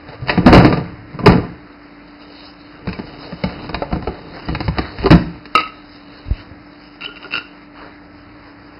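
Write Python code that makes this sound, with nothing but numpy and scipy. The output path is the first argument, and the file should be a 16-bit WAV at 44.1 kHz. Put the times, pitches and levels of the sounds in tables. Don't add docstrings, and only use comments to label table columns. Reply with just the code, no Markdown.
import sys
import numpy as np
from scipy import signal
from scipy.fft import rfft, irfft, next_fast_len
from scipy.io import wavfile
from scipy.ndimage import uniform_filter1d

SR = 44100
rng = np.random.default_rng(int(sys.argv[2]) if len(sys.argv) > 2 else 0)


def to_wav(sig):
    pcm = np.clip(np.atleast_2d(sig), -1, 1) * 32767
    pcm = np.round(pcm).astype(np.int16)
    wavfile.write(sys.argv[1], SR, pcm.T)


def volts_from_db(level):
    exponent = np.asarray(level, float) / 20
    return 10 ** exponent


N = 387947


def evened(x):
    return x / np.sqrt(np.mean(x ** 2) + 1e-20)


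def read(points, hz):
    f, value = np.transpose(points)
    return np.interp(np.log(hz + 1), np.log(f + 1), value)


def coloured(x, points):
    size = next_fast_len(len(x))
    gain = volts_from_db(read(points, np.fft.rfftfreq(size, 1 / SR)))
    return irfft(rfft(x, size) * gain, size)[:len(x)]


def along(rows, column):
    rows = np.asarray(rows)
    return np.interp(np.arange(N) / SR, rows[:, 0], rows[:, column])


def drift(rate):
    steps = rng.standard_normal(int(N / SR * rate) + 2)
    return evened(np.interp(np.arange(N) / SR * rate, np.arange(len(steps)), steps))


def swells(rows, column):
    t = np.arange(N // 64 + 2) * 64 / SR
    slow = np.zeros(len(t))
    for row in rows:
        away = np.maximum((row[0] - t) / row[1], (t - row[0]) / row[2])
        slow += volts_from_db(row[column] - 20 * away)
    return np.interp(np.arange(N) / SR, t, slow)


def grit(per_s, spread_db):
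    size = volts_from_db(spread_db * np.minimum(rng.exponential(1, N), 4)) * rng.standard_normal(N)
    return evened(size * (rng.random(N) < per_s / SR))


def patchy(x, depth_db):
    z = signal.stft(x, nperseg=512)[2]
    patches = uniform_filter1d(rng.standard_normal(z.shape), size=9, axis=0)
    patches = uniform_filter1d(patches, size=14, axis=1)
    return signal.istft(z * volts_from_db(depth_db * evened(patches)), nperseg=512)[1][:N]


def puffs(s, db, t60):
    spikes = np.zeros(N)
    spikes[np.round(np.asarray(s) * SR).astype(int) + 30] = volts_from_db(db)
    fading = signal.lfilter([1], [1, -10 ** (-3 / (t60 * SR))], spikes)
    return uniform_filter1d(fading, size=60)


def ring(x, hz, t60):
    w = 2 * np.pi * hz / SR
    r = 10 ** (-3 / (t60 * SR))
    return signal.lfilter([0, np.sin(w)], [1, -2 * r * np.cos(w), r * r], x)


def shaken(push, modes):
    return sum(volts_from_db(db) * ring(push, hz, t60) for hz, db, t60 in modes)


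def struck(s, db, modes, contact_s, scatter_db, detune, focus_hz=None, damping=1):
    hz, mode_db, t60 = np.transpose(modes)
    chance = rng.standard_normal((len(s), 2, len(modes)))
    t = np.arange(SR // 2)[:, None] / SR
    out = np.zeros(N + SR)
    share_db = db[:, None] + mode_db + scatter_db * chance[:, 0]
    if focus_hz is not None:
        share_db = share_db - 11.7 * abs(np.log2(hz / focus_hz[:, None]))
    share = volts_from_db(share_db) * (-1) ** np.arange(len(modes))
    shifts = 1 + detune * chance[:, 1]
    for start, levels, shift, damp in zip(s, share, shifts, damping * np.ones(len(s))):
        fade = np.exp(-np.log(1000) * damp * t / t60) * (1 - t / t[-1])
        out[round(start * SR):][:len(t)] += (np.sin(2 * np.pi * t * hz * shift) * fade) @ levels
    pad = np.hanning(int(contact_s * SR) + 3)
    return signal.oaconvolve(out, pad / pad.sum())[:N]


# frequency in Hz, t60 in s.
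ROOM_DECAY = [(60, 0.57), (250, 0.42), (1000, 0.45), (4000, 0.4)]


def room(x):
    taps = np.zeros(SR)
    at = np.arange(200, SR - 20, 20)
    taps[at + rng.integers(0, 20, len(at))] = rng.choice([-1., 1.], len(at))
    hz, t, z = signal.stft(taps, SR, nperseg=256)
    dying = volts_from_db(-60 * t / read(ROOM_DECAY, hz)[:, None])
    tail = signal.istft(z * dying, SR, nperseg=256)[1]
    return signal.fftconvolve(x, tail / np.linalg.norm(tail))[:N]


# frequency in Hz, level in dB per Hz.
AIR_WASH = [(20, -14), (49, -6.5), (110, -17.5), (183, -0.5), (230, -3), (294, -1), (390, -9), (600, -8),
            (1300, -11), (2100, -11), (3000, -25), (4000, -27), (5500, -22.5)]
# frequency in Hz, level in dB, width in Hz.
FAN_TONES = [(292, -41.5, 1.938), (315, -51.5, 4.2), (609, -58, 4), (47.7, -53, 6.8), (120, -57, 14),
             (180, -52.5, 3.4), (357, -60, 2.7), (1320, -55.5, 4.8)]
# time in s, level in dB.
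FAN_DISTANCE = [(0.0, -2.5), (8.8, -3)]


def fan():
    t = np.arange(N) / SR
    wash_level = volts_from_db(-44 + drift(2.485))
    wash = wash_level * evened(coloured(rng.standard_normal(N), AIR_WASH))
    tones = np.zeros(N)
    for hz, db, width in FAN_TONES:
        level = volts_from_db(db + 2.0 + 0.3 * drift(22))
        cycles = hz * t + np.cumsum(width * drift(14)) / SR
        tones += level * np.sin(2 * np.pi * cycles)
    return wash + volts_from_db(along(FAN_DISTANCE, column=1)) * tones


# start in s, level in dB, pitch in Hz.
CAMERA_BUMPS = [
    (6.259, -30, 58.3),
    (6.283, -21, 68.4),
    (6.31, -6.5, 52.5),
    (6.513, -28, 90),
    (7.809, -41, 49),
]


def thumps():
    out = np.zeros(N)
    t = np.arange(4000) / SR
    for s, db, hz in CAMERA_BUMPS:
        turns = 2.73 * (1 - np.exp(-t * hz / 1.84))
        shape = -np.sin(2 * np.pi * turns) * np.minimum(t / 0.0008, 1) * np.exp(-t * hz / 0.64)
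        out[round(s * SR):][:len(t)] += volts_from_db(db + 3.5) * shape
    return out


# peak in s, rise in s, fall in s, hiss in dB, brush in dB.
STROKES = [(.15, 0.39, 0.096, -59.5, -39), (.54, 0.092, 0.24, -41, -10.5), (.95, 0.35, 0.54, -66, -49.5),
           (1.35, 0.16, 0.21, -70, -26), (2.45, 0.45, 0.2, -39.5, -42.5), (2.7, 0.47, 0.068, -53, -80),
           (3.06, 0.14, 1, -43, -53.5), (3.53, 0.97, 0.54, -46, -32.5), (3.9, 0.27, 0.46, -49.5, -43),
           (4.31, 0.36, 0.89, -47.5, -34), (4.66, 0.32, 0.047, -38.5, -48.5),
           (4.85, 0.22, 0.15, -41, -25.5), (5.02, 0.15, 0.15, -38.5, -42.5), (5.95, 1, 0.97, -49, -66.5),
           (6.37, 0.43, 0.13, -44, -42.5), (6.8, 0.13, 0.9, -46.5, -82), (7.25, 0.066, 0.32, -45, -36),
           (7.83, 0.22, 0.19, -55, -33), (8.5, 0.62, 1, -72.5, -44.5)]
# time in s, level in dB.
SHAKE = [(0.0, -54), (0.32, -35), (0.56, -28.5), (0.8, -37), (1.2, -49), (1.35, -39), (1.9, -62.5),
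         (2.4, -57.5), (2.91, -70), (3.97, -51), (4.4, -49), (4.66, -24.5), (5.0, -45), (5.9, -56),
         (6.37, -43.5), (7.1, -71), (8.1, -50), (8.8, -51)]
# frequency in Hz, level in dB per Hz.
HISS_COLOUR = [(800, -19.5), (2000, -20), (3000, 3), (4500, -1.5), (5600, 2.5)]
# frequency in Hz, level in dB per Hz.
DULL_COLOUR = [(200, -16), (400, -2), (1000, -4.5), (2000, -7.5), (3500, -23.5)]
# frequency in Hz, level in dB per Hz.
SHAKE_COLOUR = [(25, -15), (50, 3.5), (110, 13), (170, -12.5), (300, -50)]


def rustle():
    rest_hiss_db, rest_brush_db = -59, -46.5
    grains = patchy(volts_from_db(2.3 * drift(22)) * grit(6000, 1.6), 2.67)
    hiss_level = volts_from_db(5.5) * (swells(STROKES, column=3) + volts_from_db(rest_hiss_db))
    brush_level = volts_from_db(-7.0) * (swells(STROKES, column=4) + volts_from_db(rest_brush_db))
    hiss = hiss_level * evened(coloured(grains, HISS_COLOUR))
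    brush = brush_level * evened(coloured(grains, DULL_COLOUR))
    rumble = volts_from_db(along(SHAKE, column=1)) * evened(coloured(rng.standard_normal(N), SHAKE_COLOUR))
    return hiss + brush + rumble


# start in s, level in dB, pitch in Hz, length in s.
SLIPS = [
    (2.937, -36.5, 2350, 0.037),
    (4.452, -34, 4720, 0.017),
    (5.054, -5, 393, 0.023),
    (7.06, -10, 2950, 0.0061),
    (7.067, -34, 400, 0.043),
    (7.249, -34, 386, 0.029),
    (7.34, -19, 2710, 0.014),
    (7.348, -36, 392, .04),
]


def squeaks():
    out = np.zeros(N)
    for (s, db, hz, length), bend in zip(SLIPS, rng.standard_normal(len(SLIPS))):
        t = np.arange(round(length * SR)) / SR
        tone = np.sin(2 * np.pi * hz * t * (1 + 0.036 * bend * t / length))
        out[round(s * SR):][:len(t)] += volts_from_db(db) * np.sin(np.pi * (t / length) ** 0.78) ** 2 * tone
    return out


def can(rows, modes, knock_db, spread):
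    s, db, upper_db, drag_db, drag_s = np.transpose(rows)
    drag, bright = np.zeros((2, N))
    for start, level, lift, length in zip(s, drag_db, upper_db, drag_s):
        swell = volts_from_db(level) * np.hanning(round(length * SR))
        drag[round(start * SR):][:len(swell)] += swell
        bright[round(start * SR):][:len(swell)] += volts_from_db(lift) * swell
    rim = grit(3000, 3.2)
    scrape = drag * rim
    bright_scrape = bright * rim
    main = struck(s, db + 2.5, modes[:1], .0002, .5, .002)
    main += shaken(volts_from_db(-24) * scrape, modes[:1])
    cluster = struck(s, db + upper_db - 8.0, 3 * modes[1:], .0001, 0.8, spread)
    cluster += shaken(volts_from_db(-31.0) * bright_scrape, modes[1:])
    cluster += coloured(volts_from_db(-8.0) * bright_scrape, [(400, -20)] + CRACK_COLOUR)
    dull = struck(s, db + knock_db - 9.0, PANEL_MODES[3:] + TRAY_MODES[:2], 0.00044, 1.2, 0.038)
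    dull += shaken(volts_from_db(-43.5) * scrape, PANEL_MODES[4:])
    return main + cluster + dull


# start in s, strike in dB, upper ring in dB, rim drag in dB, drag in s.
STONE_BLOWS = [
    (5.552, -1, -2, -20, 0.014),
    (5.577, -10, 0, -21, .045),
    (5.592, -20, 4, -30, .035),
    (5.634, -24, 8, -32, 0.008),
    (5.655, -28, 6, -26, .04),
]
# frequency in Hz, level in dB, t60 in s.
STANDING_MODES = [(1269, -1.5, 0.099), (2070, -11, .05), (2150, -5.5, 0.1), (2303, -7.5, 0.08),
                  (2448, -9.5, 0.091), (2700, 2.5, 0.05), (2808, -0.5, 0.086), (3050, -3.5, 0.041),
                  (3858, 0.5, 0.027), (4314, -16.5, 0.048), (4800, -6, 0.048), (5240, -11.5, 0.057)]
# frequency in Hz, level in dB, t60 in s.
WALL_RING = [(1256, -31, 1.0), (1277, -41, .5), (2120, -40, .3), (2670, -40, .35)]


def can_set_down():
    muted_s, muted_db = 5.627, -11
    muted = volts_from_db(muted_db * np.clip((np.arange(N) / SR - muted_s) * 200, 0, 1))
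    ringing = muted * can(STONE_BLOWS, STANDING_MODES, knock_db=-4.5, spread=.03)
    return ringing + struck(np.array(STONE_BLOWS)[:1, 0], np.zeros(1), WALL_RING, .0005, 0, 0)


# start in s, strike in dB, upper ring in dB, rim drag in dB, drag in s.
LIFT_SCRAPES = [(7.009, -31, 0, -27, 0.025), (7.035, -33, 2, -30, 0.01), (7.044, -34, 6, -24, .012),
                (7.059, -34, 4, -48.5, .01), (7.066, -30, -16, -30, 0.059), (7.159, -36, -1.5, -30, .025),
                (7.228, -36, 3, -34, .012), (7.245, -23, -12, -23, 0.03), (7.309, -36, 0, -34, .012),
                (7.325, -27, 2, -23, .014), (7.338, -13, -3, -18, .009), (7.354, -11, -9, -24, 0.008),
                (7.362, -16, -5, -20, 0.01), (7.372, -19, -4, -22, .016)]
# frequency in Hz, level in dB, t60 in s.
HELD_MODES = [(1409, -4.5, 0.048), (2410, -8, 0.047), (2780, 5, 0.043), (2830, 4.5, 0.0075),
              (2950, 9.5, 0.01), (3800, 4.5, 0.0081), (4460, -17, 0.022), (4560, -5.5, 0.03),
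              (5050, -4, 0.039)]


def can_lifted():
    return can(LIFT_SCRAPES, HELD_MODES, knock_db=-15.5, spread=.04) + squeaks()


# start in s, panel blow in dB, struck spot's pitch in Hz, tray blow in dB,
# crack in dB.
FALL_BLOWS = [(0.086, -24, 153, -31.5, -36), (0.221, -22.5, 143, -34, -49),
              (0.273, -24.5, 157, -32.5, -29.5), (0.283, -31.5, 142, -23.5, -24.5),
              (0.294, -13, 470, -11.5, -8.5), (0.375, -2, 163.6, -16.5, -23.5),
              (0.461, 4.5, 234, -1.5, -11), (0.476, -4, 315, -4.5, -15), (0.527, 4.5, 469, 2.5, -4.5),
              (0.545, 0, 184, -1.5, -7), (0.561, 1.5, 115, -6.5, -21.5), (0.577, -1.5, 120, -6, -15.5),
              (0.6, -10.5, 243, -8.5, -28.5), (0.647, 1, 302, -8.5, -13.5), (0.666, -20.5, 265, -23.5, -28),
              (0.725, -5.5, 175, -11, -19), (0.772, -8, 175, -20, -32), (0.8, -16.5, 178, -30, -57),
              (0.839, -26.5, 171, -46, -42.5)]
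# s, dB, Hz, dB, dB.
LAND_BLOWS = [
    (1.139, -18, 176, -35.5, -53.5),
    (1.189, -15.5, 162, -19.5, -34),
    (1.26, 3.5, 474, -1, -4.5),
    (1.27, 3, 194.6, -1.5, -27),
    (1.292, -2.5, 198, -12, -28.5),
    (1.321, -9, 189.4, -13.5, -22.5),
    (1.345, -7.5, 175, -22.5, -38),
    (1.372, -13, 183, -27, -56),
    (1.431, -26, 141, -25.5, -41.5),
]
# s, dB, Hz, dB, dB.
REACH_BLOWS = [(2.872, -5.5, 139, -17.5, -27.5), (2.888, -11.5, 158, -30, -26),
               (2.929, -26, 209, -37.5, -25.5), (2.989, -9.5, 282, -23, -30.5),
               (3.071, -48, 312, -45, -36.5), (3.323, -12.5, 183.5, -28, -35.5), (3.437, -6, 202, -15, -18),
               (3.458, -12, 185, -32, -54), (3.59, -26.5, 175, -33, -35.5), (3.644, -17.5, 252, -27, -36.5),
               (3.692, -18.5, 187, -23.5, -26.5), (3.744, -15, 302, -17, -17),
               (3.821, -12, 506, -7.5, -33.5), (3.925, -6.5, 194, -14, -26.5), (3.959, -9.5, 178, -20, -54),
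               (4.024, -20.5, 227, -27, -36), (4.072, -10.5, 433, -15, -27.5),
               (4.089, -11, 387, -26, -53.5)]
# s, dB, Hz, dB, dB.
PULL_BLOWS = [(4.453, -32, 476, -43.5, -40), (4.485, -8, 266, -17, -25), (4.549, -12.5, 163, -20.5, -17),
              (4.604, -9, 293, -18.5, -20), (4.68, -2.5, 137.5, -19.5, -22.5),
              (4.784, -3.5, 274, -9.5, -16), (4.818, -25, 285, -39, -37), (4.985, -19, 143.5, -28.5, -27.5),
              (5.105, 5, 120, -3, -11), (5.112, 3, 305, -6, -3), (5.123, 4, 128, 1, -16),
              (5.141, 3, 156.5, -16, -37), (5.153, -5, 169, -13, -33.5), (5.201, -9.5, 184, -38, -48),
              (5.455, -26, 294, -53, -29.5)]
# s, dB, Hz, dB, dB.
TOUCHES = [
    (1.234, -8, 201.6, -22.5, -53),
    (3.73, -23, 279, -26, -39),
    (3.912, -19, 203, -24, -41.5),
    (4.773, -24, 296, -24, -32),
    (5.038, -5, 377, -20.5, -24),
    (5.058, -5, 439, -11, -15.5),
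    (5.067, -11, 424, -12.5, -32.5),
]
# peak in s, rise in s, fall in s, rumble in dB, rattle in dB.
ROLLS = [(.1, 0.13, 0.17, -45, -40), (.33, 0.082, 0.095, -40, -22.5), (.56, 0.15, 0.07, -1.5, -30.5),
         (.64, 0.089, .18, -9, -20), (1.31, 0.12, 0.13, -9.5, -36.5), (2.87, 0.06, 0.18, -43, -47),
         (3.06, 0.63, 0.94, -40.5, -49.5), (3.55, 0.94, 0.4, -45, -43.5), (3.75, 0.25, 0.15, -29.5, -48.5),
         (3.94, 0.058, 0.23, -24, -46), (4.15, 0.45, 0.71, -42, -44.5), (4.53, 0.17, 0.24, -29.5, -61),
         (5.05, 0.14, 0.088, -26, -33), (5.35, 0.1, 0.11, -49.5, -42)]
# start in s, level in dB.
FEET_ROCKS = [
    (2.887, -17),
    (3.46, -17),
    (3.743, -17.5),
    (3.932, -16.5),
    (4.079, -16.5),
    (4.499, -20),
    (5.0, -13),
    (4.678, -15),
    (5.136, 0.5),
]
# frequency in Hz, level in dB, t60 in s.
BOOM_MODES = [(47.5, -20, 0.03), (67.7, -0.5, 0.2), (90, -1.5, 0.1), (123.4, 2, 0.15)]
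# frequency in Hz, level in dB, t60 in s.
PANEL_MODES = [(149.7, -2, 0.053), (175, -1.5, 0.11), (241.2, -5, 0.09), (285, -6, 0.085),
               (314, -1.5, 0.075), (379.6, -7, 0.074), (446.2, -7.5, 0.11)]
# frequency in Hz, level in dB, t60 in s.
TRAY_MODES = [(499.3, -1, 0.072), (593, -5, 0.057), (685, 1, 0.044), (724.3, -4.5, 0.089),
              (870, -0.5, 0.039), (963, -5.5, 0.12), (1197, -3.5, 0.068), (1433, -5, 0.059)]
# frequency in Hz, level in dB.
CRACK_COLOUR = [(1500, 0.5), (1700, 4.5), (2300, 2.5), (3000, 1), (4000, -3), (5500, -3.5)]


def cabinet():
    hand_s, rebound_s, rebound_db = 2.5, .0068, -9
    blows = FALL_BLOWS + LAND_BLOWS + REACH_BLOWS + PULL_BLOWS + TOUCHES
    s, panel, spot_hz, tray, crack = np.transpose(blows)
    held = s > hand_s
    boom = np.where(held, -13.5, -11.5) + panel - 1.5 * np.log2(spot_hz / 200)
    panel = panel + 0.65 * np.maximum(panel + 7, 0)
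    rumble = swells(ROLLS, column=3) * grit(700, 2.7)
    rattle = swells(ROLLS, column=4) * grit(1500, 2.9)

    low = struck(s, boom + 0.68, BOOM_MODES, 0.0044, 5.62, 0.053, np.where(held, 64., 116.))
    low += shaken(volts_from_db(-46) * rumble, BOOM_MODES)
    low += struck(s, panel + 0.5, PANEL_MODES, 0.0017, 3.0, 0.029, spot_hz, np.where(held, 1.5, 1.1))
    low += shaken(volts_from_db(-29.5) * rumble, PANEL_MODES)
    low += shaken(volts_from_db(-35.5) * puffs(*np.transpose(FEET_ROCKS), 0.0054), BOOM_MODES[:3])

    mid = struck(s, tray + 1.2, TRAY_MODES, 0.0008, 3.05, 0.0625, damping=np.where(held, 1.6, 1))
    mid += shaken(volts_from_db(-28.5) * rattle, TRAY_MODES)

    burst = puffs(s, crack + 3.5, .01)
    burst += puffs(s, crack + 5, 0.036)
    burst += puffs(s, crack - np.where(held, 9., .1), 0.11)
    snap = burst * rng.standard_normal(N) + volts_from_db(2.0) * rattle
    sharp = volts_from_db(-1.5) * (mid + coloured(snap, CRACK_COLOUR))
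    rebound = volts_from_db(rebound_db) * np.roll(sharp, round(rebound_s * SR))

    buzz = puffs(s, tray - np.where(held, 6., -1.5), 0.15) * grit(4000, 4.5)
    return low + sharp + rebound + coloured(buzz, DULL_COLOUR)


def scene():
    box, down, held = cabinet(), can_set_down(), can_lifted()
    wet = room(volts_from_db(-12.5) * box + volts_from_db(-12.5) * down + volts_from_db(-11.5) * held)
    return (box + down + held + wet + thumps() + fan() + rustle())[None]


def low_pass(x):
    return signal.sosfilt(signal.butter(12, 16800, fs=SR, output="sos"), x)


# frequency in Hz, gain in dB.
CAMERA_BAND = [(10, -30), (35, 0), (2960, 0), (3150, -17), (3370, -60), (3550, -22), (3780, 0), (5150, 0),
               (5400, -14), (5520, -35), (5600, -90)]


def record(dry):
    input_limit, playback_limit, knee, playback_gain = 1.0, .995, 20, 1.06
    clipped = np.clip(dry[0], -input_limit, input_limit)
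    band = coloured(clipped, CAMERA_BAND) / playback_limit
    rounded = playback_gain * band / (1 + abs(band) ** knee / 3) ** (1 / knee)
    mix = np.clip(rounded, -1, 1)[None] * playback_limit
    return low_pass(mix)


dry = scene()
out = record(dry)
to_wav(out)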